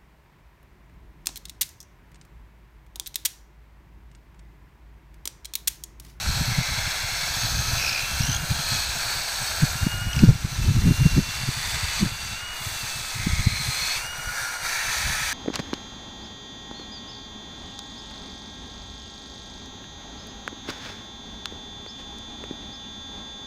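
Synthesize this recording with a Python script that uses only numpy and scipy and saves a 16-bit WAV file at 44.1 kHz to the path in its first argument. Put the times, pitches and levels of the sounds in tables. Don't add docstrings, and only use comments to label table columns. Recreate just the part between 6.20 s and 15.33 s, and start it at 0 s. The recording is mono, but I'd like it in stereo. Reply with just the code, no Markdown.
import sys
import numpy as np
from scipy import signal
from scipy.fft import rfft, irfft, next_fast_len
from scipy.io import wavfile
from scipy.ndimage import uniform_filter1d, map_coordinates

SR = 44100
rng = np.random.default_rng(int(sys.argv[2]) if len(sys.argv) > 2 else 0)


def wrap_up_sound(samples):
    columns = np.atleast_2d(samples).T
    tamed = np.clip(columns, -1, 1)
    steps = np.round(tamed * 32767).astype(np.int16)
    wavfile.write(sys.argv[1], SR, steps)


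N = 402633

# f/Hz, relative level/dB
AIR_SPECTRUM = [(20, 19.5), (100, -19), (250, 0), (500, -2), (1200, -14), (6000, -43)]
RUMBLE_SPECTRUM = [(10, -22), (22, -1), (70, 1.5), (115, -8), (160, -11.5), (250, -24.5), (400, -49),
                   (900, -70)]
TEAR_SPECTRUM = [(60, 1), (150, 7.5), (250, -6.5), (400, -10.5), (620, -26.5), (1500, -32), (4000, -62),
                 (12000, -90)]
# t/s, level/dB
WIND_LEVEL = [(0, -32), (.6, -34.5), (1, -42.5), (1.4, -28.5), (1.8, -43.5), (2.05, -31.5), (3.1, -45),
              (3.45, -36), (4.05, -28), (4.3, -37.5), (4.45, -20.5), (4.88, -25), (5.1, -37), (5.8, -37),
              (6.35, -45.5), (6.85, -40.5), (7.2, -26), (7.65, -48), (8.0, -44), (8.55, -53.5),
              (8.85, -33.5), (9.13, -49)]
# t/s, peak level/dB, flutter f/Hz, length/s
HARD_EDDIES = [(.215, -19.5, 134, .015), (.288, -19.5, 118, .023), (.389, -12.5, 114, 0.011),
               (1.256, -22.5, 118, .016), (1.535, -17.5, 120, 0.011), (2.008, -14.5, 133, 0.0071),
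               (2.098, -16, 128, 0.019), (2.314, -15, 114, .015), (2.528, -23, 109, 0.019),
               (3.434, -7.5, 127.5, 0.013), (3.628, -18.5, 120, 0.02), (3.669, -11.5, 137, 0.0058),
               (3.87, -17, 126, .019), (3.971, -12, 108, .014), (4.039, -5.5, 165, 0.022),
               (4.092, -2, 153.3, 0.019), (4.249, -16, 134, 0.0094), (4.489, -11.5, 121, .024),
               (4.568, -13, 121, 0.031), (4.677, -10, 159, 0.058), (4.711, -12.5, 178, 0.016),
               (4.808, -15, 107, 0.036), (4.862, -4.5, 149, 0.011), (4.982, -10, 185, 0.02),
               (5.239, -22, 106, .014), (5.292, -16.5, 130, 0.012), (5.645, -19.5, 73, 0.01),
               (5.828, -15, 198, 0.025), (5.865, -17, 137, 0.014), (6.472, -22, 98, 0.0093),
               (7.072, -13, 134, 0.0056), (7.134, -14, 78, 0.013), (7.272, -6, 118, 0.0067),
               (7.488, -20, 120, 0.011)]
# t/s, f/Hz
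WHINE_PITCH = [(0, 1335), (.5, 1319), (.84, 1366), (1.38, 1277), (1.76, 1366), (1.95, 1332), (2.2, 1412),
               (2.48, 1288), (2.6, 1272), (2.83, 1385), (3.15, 1350), (3.49, 1353), (3.7, 1425),
               (3.93, 1444), (4.2, 1365), (4.49, 1322), (4.64, 1377), (4.8, 1390), (5.02, 1355),
               (5.25, 1365), (5.59, 1359), (5.76, 1298), (5.94, 1379), (6.12, 1343), (6.24, 1435),
               (6.32, 1447), (6.65, 1333), (6.92, 1286), (7.36, 1258), (7.72, 1279), (7.88, 1431),
               (8.12, 1443), (8.23, 1398), (8.39, 1443), (8.5, 1350), (8.6, 1366), (8.73, 1299),
               (9.13, 1296)]
# t/s, whine level/dB, octave level/dB
WHINE_LEVELS = [(0, -49, -46.5), (.9, -51.5, -45.5), (1.45, -41.5, -45), (1.95, -49, -38), (2.36, -49, -51),
                (2.58, -43, -37.5), (2.76, -55, -49), (3.45, -49, -54), (3.72, -42, -37.5),
                (4.0, -41.5, -42), (4.25, -53, -55), (4.48, -51, -42), (4.59, -49, -49), (4.76, -55, -39),
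                (5.25, -56, -43.5), (5.45, -58, -56), (5.7, -63, -41), (5.9, -51, -48), (6.28, -47, -39),
                (6.48, -63, -44), (6.72, -49, -42), (7.25, -46.5, -52.5), (7.72, -48, -38),
                (8.02, -41.5, -45.5), (8.25, -37, -55), (8.7, -43, -43), (9.13, -45, -47)]
# multiple of the whine, free-running level over it/dB, full-load change/dB
GEAR_LINES = [(1.81, -25, 19), (3, -20, 2), (3.4, -22, 15), (4.001, -6.5, -8), (5.001, -20, 7),
              (5.753, -12, -4)]
# start t/s, end t/s, start f/Hz, end f/Hz, width/Hz, relative level/dB
SINGING_BANDS = [(.2, 1.15, 2135, 2200, 330, -40.5), (0, 1.6, 4350, 4170, 400, -42),
                 (1.1, 1.68, 6500, 6130, 350, -40.5), (1.5, 1.93, 2563, 2470, 400, -37),
                 (1.57, 1.78, 5700, 4960, 600, -34), (1.95, 2.22, 5550, 6400, 350, -40),
                 (2.42, 2.73, 4310, 4330, 250, -37.5), (2.75, 3.15, 4450, 4560, 700, -40.5),
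                 (4.78, 6.2, 4570, 4590, 220, -47), (5.3, 5.85, 1900, 2103, 400, -43),
                 (6.9, 7.88, 2100, 2298, 400, -39.5), (7.15, 7.77, 4080, 4230, 300, -38.5),
                 (7.54, 7.8, 4270, 4410, 50, -33.5), (8.1, 8.33, 1650, 1623, 300, -37),
                 (8.38, 9.2, 2300, 2377, 350, -41), (8.4, 9.3, 1753, 1794, 391.2, -37)]
# t/s, length/s, catches a turn, first peak level/dB, start f/Hz, end f/Hz,
# octave over the tone/dB, roughness as a fraction of the pitch
SQUEAL_BOUTS = [(1.579, 0.23, 2, -24, 2650, 2460, -2.5, 0.06), (2.016, 0.15, 2, -29, 2820, 3260, 4, 0.03),
                (3.929, 0.068, 1, -25.5, 2840, 2400, -2.5, 0.09)]
# t/s, place (0 front, 1 back, 2 and over side)
BRUSH_PLACE = [(0, 0.16), (3.6, 0.13), (5.3, 0.9), (7.75, 0.51), (7.85, 3.9), (8.6, 1.63), (9.13, 1.6)]
# t/s, gain/dB, extra tip hiss/dB
BRUSH_EXPOSURE = [(0, 1, -0.5), (.7, 2, -2.3), (1.4, 0.5, 1.5), (2.05, 1.5, 0.5), (2.23, 1, 1),
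                  (2.55, 2, 0), (2.74, 0.5, 0), (2.91, 4.5, 0), (3.08, 1.8, 0), (3.4, 2.5, 0.5),
                  (3.75, -2, 2), (4.0, 0.5, 0.5), (4.14, -6, 0), (4.58, -3.5, 1), (4.75, -1.5, 3),
                  (5.1, -1.5, -1.5), (5.55, 0.6, 0), (5.79, 0.5, -2.5), (5.92, -3, 0), (6.28, -1.5, -4),
                  (6.45, -0.5, 3), (7.2, -4, -1), (7.45, -2, 3), (7.75, 0.5, 0.5), (7.9, -2.5, 0),
                  (8.2, 1.5, 0.5), (8.4, 0.5, -4), (8.46, 2, -0.5), (9.13, 0.2, 0.5)]
# f/Hz, relative level/dB
IRON_FRONT = [(260, -41), (450, -16), (564, -9), (665, -5), (873, -5), (1210, -7), (1310, -4.5),
              (1590, 0.5), (1680, 1), (1950, -8.5), (2190, -5.5), (2480, -3.5), (2900, -13), (3770, -34),
              (6380, -120)]
IRON_BACK = [(260, -29), (450, -15), (501, -23), (630, -11.5), (782, -9), (949, -3), (1180, -3.5),
             (1270, -1.5), (1380, -5.5), (1900, -1.5), (2500, -3), (3250, -19), (5500, -120)]
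IRON_SIDE = [(260, -36), (450, -17), (518, -15), (735, -7.5), (1000, -4.5), (1220, -11), (1270, -3.5),
             (1390, -2.5), (1750, -3.5), (2040, -8.5), (2310, -3.5), (2640, -14), (2900, -12), (3770, -48),
             (6380, -120)]
# f/Hz, relative level/dB
WIRES_FRONT = [(1710, -39), (2900, -10.5), (3160, -9.5), (3390, -1.5), (3680, -5.5), (4040, 2), (4360, 0.5),
               (5150, -6.5), (6460, -2.5), (7270, -13.5), (8070, -6), (9000, -24), (11700, -41),
               (19800, -120)]
WIRES_BACK = [(1760, -19), (3000, -4), (3180, -8), (3440, 2.5), (3740, -1.5), (4500, 0.5), (4770, -2),
              (5160, -7.5), (6230, -1), (7390, -10.5), (8130, -3), (9000, -17), (11700, -30), (19800, -120)]
WIRES_SIDE = [(1760, -42), (3000, -18), (3100, -10), (3370, -6), (3710, -3.5), (4270, -1), (4750, 2),
              (5140, -9.5), (6030, 1.5), (6770, -7), (7090, -9), (8020, -7), (9000, -8.5), (11700, -17),
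              (19800, -120)]
TIP_SPECTRUM = [(5180, -6.5), (8800, -2), (10700, -6), (11800, -3), (13400, -7.5), (14900, -4),
                (15500, -10)]

FREE_HZ, FULL_LOAD_HZ = 1445, 1252
WHINE_PER_TURN = 44


def amp(db):
    return 10 ** (np.asarray(db) / 20)


def unit(x):
    return x / np.sqrt(np.mean(x ** 2) + 1e-20)


def curves(rows):
    times, *columns = np.transpose(rows)
    return [np.interp(np.arange(N) / SR, times, column) for column in columns]


def wobble(rate, size=N):
    knots = rng.standard_normal(int(size * rate / SR) + 4)
    return map_coordinates(knots, [np.arange(size) * rate / SR])


def angle(hz):
    return 2 * np.pi * np.cumsum(hz) / SR


def filtered(x, response):
    size = next_fast_len(N + 8192)
    return irfft(rfft(x, size) * response(np.fft.rfftfreq(size, 1 / SR)), size)[:N]


def coloured(x, spectrum):
    f, db = np.transpose(spectrum)
    return unit(filtered(x, lambda hz: amp(np.interp(np.log(hz + 1), np.log(f + 1), db))))


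def add(track, start, sound):
    at = round(start * SR) + np.arange(len(sound))
    inside = (at >= 0) & (at < N)
    track[at[inside]] += sound[inside]


def still_air(level_db=-49.5):
    return amp(level_db) * coloured(rng.standard_normal(N), AIR_SPECTRUM)


def small_eddies(rumble_db, per_s=9, over_rumble_db=9.5, flutter_hz=109, length_s=.015):
    count = int(per_s * N / SR)
    times = (np.arange(count) + rng.uniform(0, 1, count)) / per_s
    return [(s, rumble_db[int(s * SR)] + over_rumble_db, flutter_hz, length_s) for s in times]


def wind(lumpy_db=4, ragged=.45, shake_db=1.5, suction=.26, tear_db=-9, tear_hz=172.5):
    rumble_db, = curves(WIND_LEVEL)
    breeze = amp(rumble_db) * unit(amp(lumpy_db * wobble(25)))
    rumble = coloured(rng.standard_normal(N), RUMBLE_SPECTRUM)
    wash = coloured(rng.standard_normal(N), TEAR_SPECTRUM)
    eddies, force = np.zeros((2, N))
    t = np.arange(-SR // 16, SR // 16) / SR
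    for centre, db, hz, length in list(HARD_EDDIES) + small_eddies(rumble_db):
        phase = angle(hz * np.exp(ragged * np.tanh(wobble(300.4, len(t)))))
        flutter = -np.cos(phase - phase[len(t) // 2])
        push = amp(db) / (1 + (2 * t / length) ** 2) * np.hanning(len(t))
        shake = amp(shake_db * np.tanh(wobble(197.2, len(t))))
        add(eddies, centre + t[0], push * flutter * shake)
        add(force, centre + t[0], push * (hz / tear_hz) ** 3)
    tearing = amp(tear_db) * (force + .5 * breeze) * wash
    return breeze * rumble + eddies - suction * eddies ** 2 + tearing


def motor(pitch, load, flutter=.00116, flicker_db=2.06):
    whine_db, octave_db = curves(WHINE_LEVELS)
    phase = angle(pitch * (1 + flutter * wobble(50)))
    gears = [(multiple, whine_db + db + load_db * load) for multiple, db, load_db in GEAR_LINES]
    return sum(np.sqrt(2) * amp(db + flicker_db * wobble(30)) * np.sin(multiple * phase)
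               for multiple, db in gears + [(1, whine_db), (2, octave_db)])


def singing(turn, fade_s=.11, lift_db=3, swing_db=1):
    out = np.zeros(N)
    for start, end, start_hz, end_hz, width_hz, db in SINGING_BANDS:
        size = int((end - start) * SR)
        t = np.arange(size) / SR
        pole = np.exp(-np.pi * width_hz / SR)
        noise = rng.standard_normal((2, 2 * SR))
        real, imag = signal.lfilter([1], np.poly([pole, pole]), noise)[:, :size]
        phase = angle(np.linspace(start_hz, end_hz, size))
        band = unit(real * np.cos(phase) + imag * np.sin(phase))
        swell = np.clip(np.minimum(t, t[-1] - t) / fade_s, 0, 1)
        add(out, start, amp(db + lift_db) * swell * band)
    return out * amp(swing_db * np.sin(2 * turn))


def squeals(pitch, rise_s=.0017, detune=.026, scatter_db=2, jitter_s=.002, build_db=3):
    out = np.zeros(N)
    t = np.arange(SR // 30) / SR
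    envelope = t / rise_s * np.exp(1 - t / rise_s)
    for start, length, per_turn, db, start_hz, end_hz, octave_db, rough in SQUEAL_BOUTS:
        gap = WHINE_PER_TURN / pitch[int(start * SR)] / per_turn
        for after in np.arange(0, length, gap):
            sharp, strong, late = rng.standard_normal(3)
            hz = np.interp(after, [0, length], [start_hz, end_hz]) * (1 + detune * sharp)
            phase = angle(hz * (1 + rough * wobble(1320, len(t))))
            tone = np.sin(phase) + amp(octave_db) * np.sin(2 * phase)
            peak_db = db + build_db * after / length + scatter_db * np.tanh(strong)
            add(out, start + after + jitter_s * late, amp(peak_db) * envelope * tone)
    return out


def scratches(turn, spread, swing_db):
    flicks = rng.standard_normal(N) * np.exp(spread * wobble(3000))
    return flicks * amp(swing_db * (np.sin(turn) + np.sin(2 * turn)))


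def on_cap(x, place, spectra):
    return sum(np.clip(1 - abs(place - face), 0, 1) * coloured(x, spectrum)
               for face, spectrum in enumerate(spectra))


def wire_modes(x, depth_db=1.98):
    bands = signal.stft(x, nperseg=1024)[2]
    ripple = uniform_filter1d(rng.standard_normal(bands.shape), size=4, axis=0)
    ripple = uniform_filter1d(ripple, size=70, axis=1)
    return signal.istft(bands * amp(depth_db * unit(ripple)), nperseg=1024)[1][:N]


def brush(turn, load, sway_db=.5, judder_db=.5):
    exposure_db, tips_db = curves(BRUSH_EXPOSURE)
    place = np.clip(curves(BRUSH_PLACE)[0], 0, 2)
    press = load ** .55
    rasp_db = -37.5 + 2 * press + np.clip(place - 1, 0, 1)
    scrub_db = -40.5 + 10 * press
    hiss_db = -44 + 5.5 * press + tips_db
    rasp = on_cap(scratches(turn, spread=.3, swing_db=-.64), place, (IRON_FRONT, IRON_BACK, IRON_SIDE))
    scrub = on_cap(scratches(turn, spread=.23, swing_db=-.2), place,
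                   (WIRES_FRONT, WIRES_BACK, WIRES_SIDE))
    hiss = coloured(scratches(turn, spread=.14, swing_db=.3), TIP_SPECTRUM)
    wires = wire_modes(amp(scrub_db) * scrub + amp(hiss_db) * hiss)
    gain = amp(exposure_db + sway_db * wobble(9) + judder_db * wobble(45))
    return gain * (amp(rasp_db) * rasp + wires)


def with_ground_bounce(x, load, lifted_ms=1.403, shorten_ms=.18, gain=.17, cutoff_hz=4500):
    delay_ms = lifted_ms - shorten_ms * load
    bounce = map_coordinates(x, [np.arange(N) - delay_ms * SR / 1000], order=1)
    return x + gain * filtered(bounce, lambda hz: 1 / (1 + (hz / cutoff_hz) ** 2))


def scene():
    pitch, = curves(WHINE_PITCH)
    load = np.clip((FREE_HZ - pitch) / (FREE_HZ - FULL_LOAD_HZ), 0, None)
    turn = angle(pitch / WHINE_PER_TURN)
    air = still_air()
    drill = motor(pitch, load) + with_ground_bounce(brush(turn, load), load) + singing(turn)
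    mono = air + wind() + drill + squeals(pitch)
    return np.array([mono, mono])


def record(dry):
    return np.array([filtered(channel, lambda hz: hz < 15550) for channel in np.clip(dry, -1, 1)])


dry = scene()
out = record(dry)
wrap_up_sound(out)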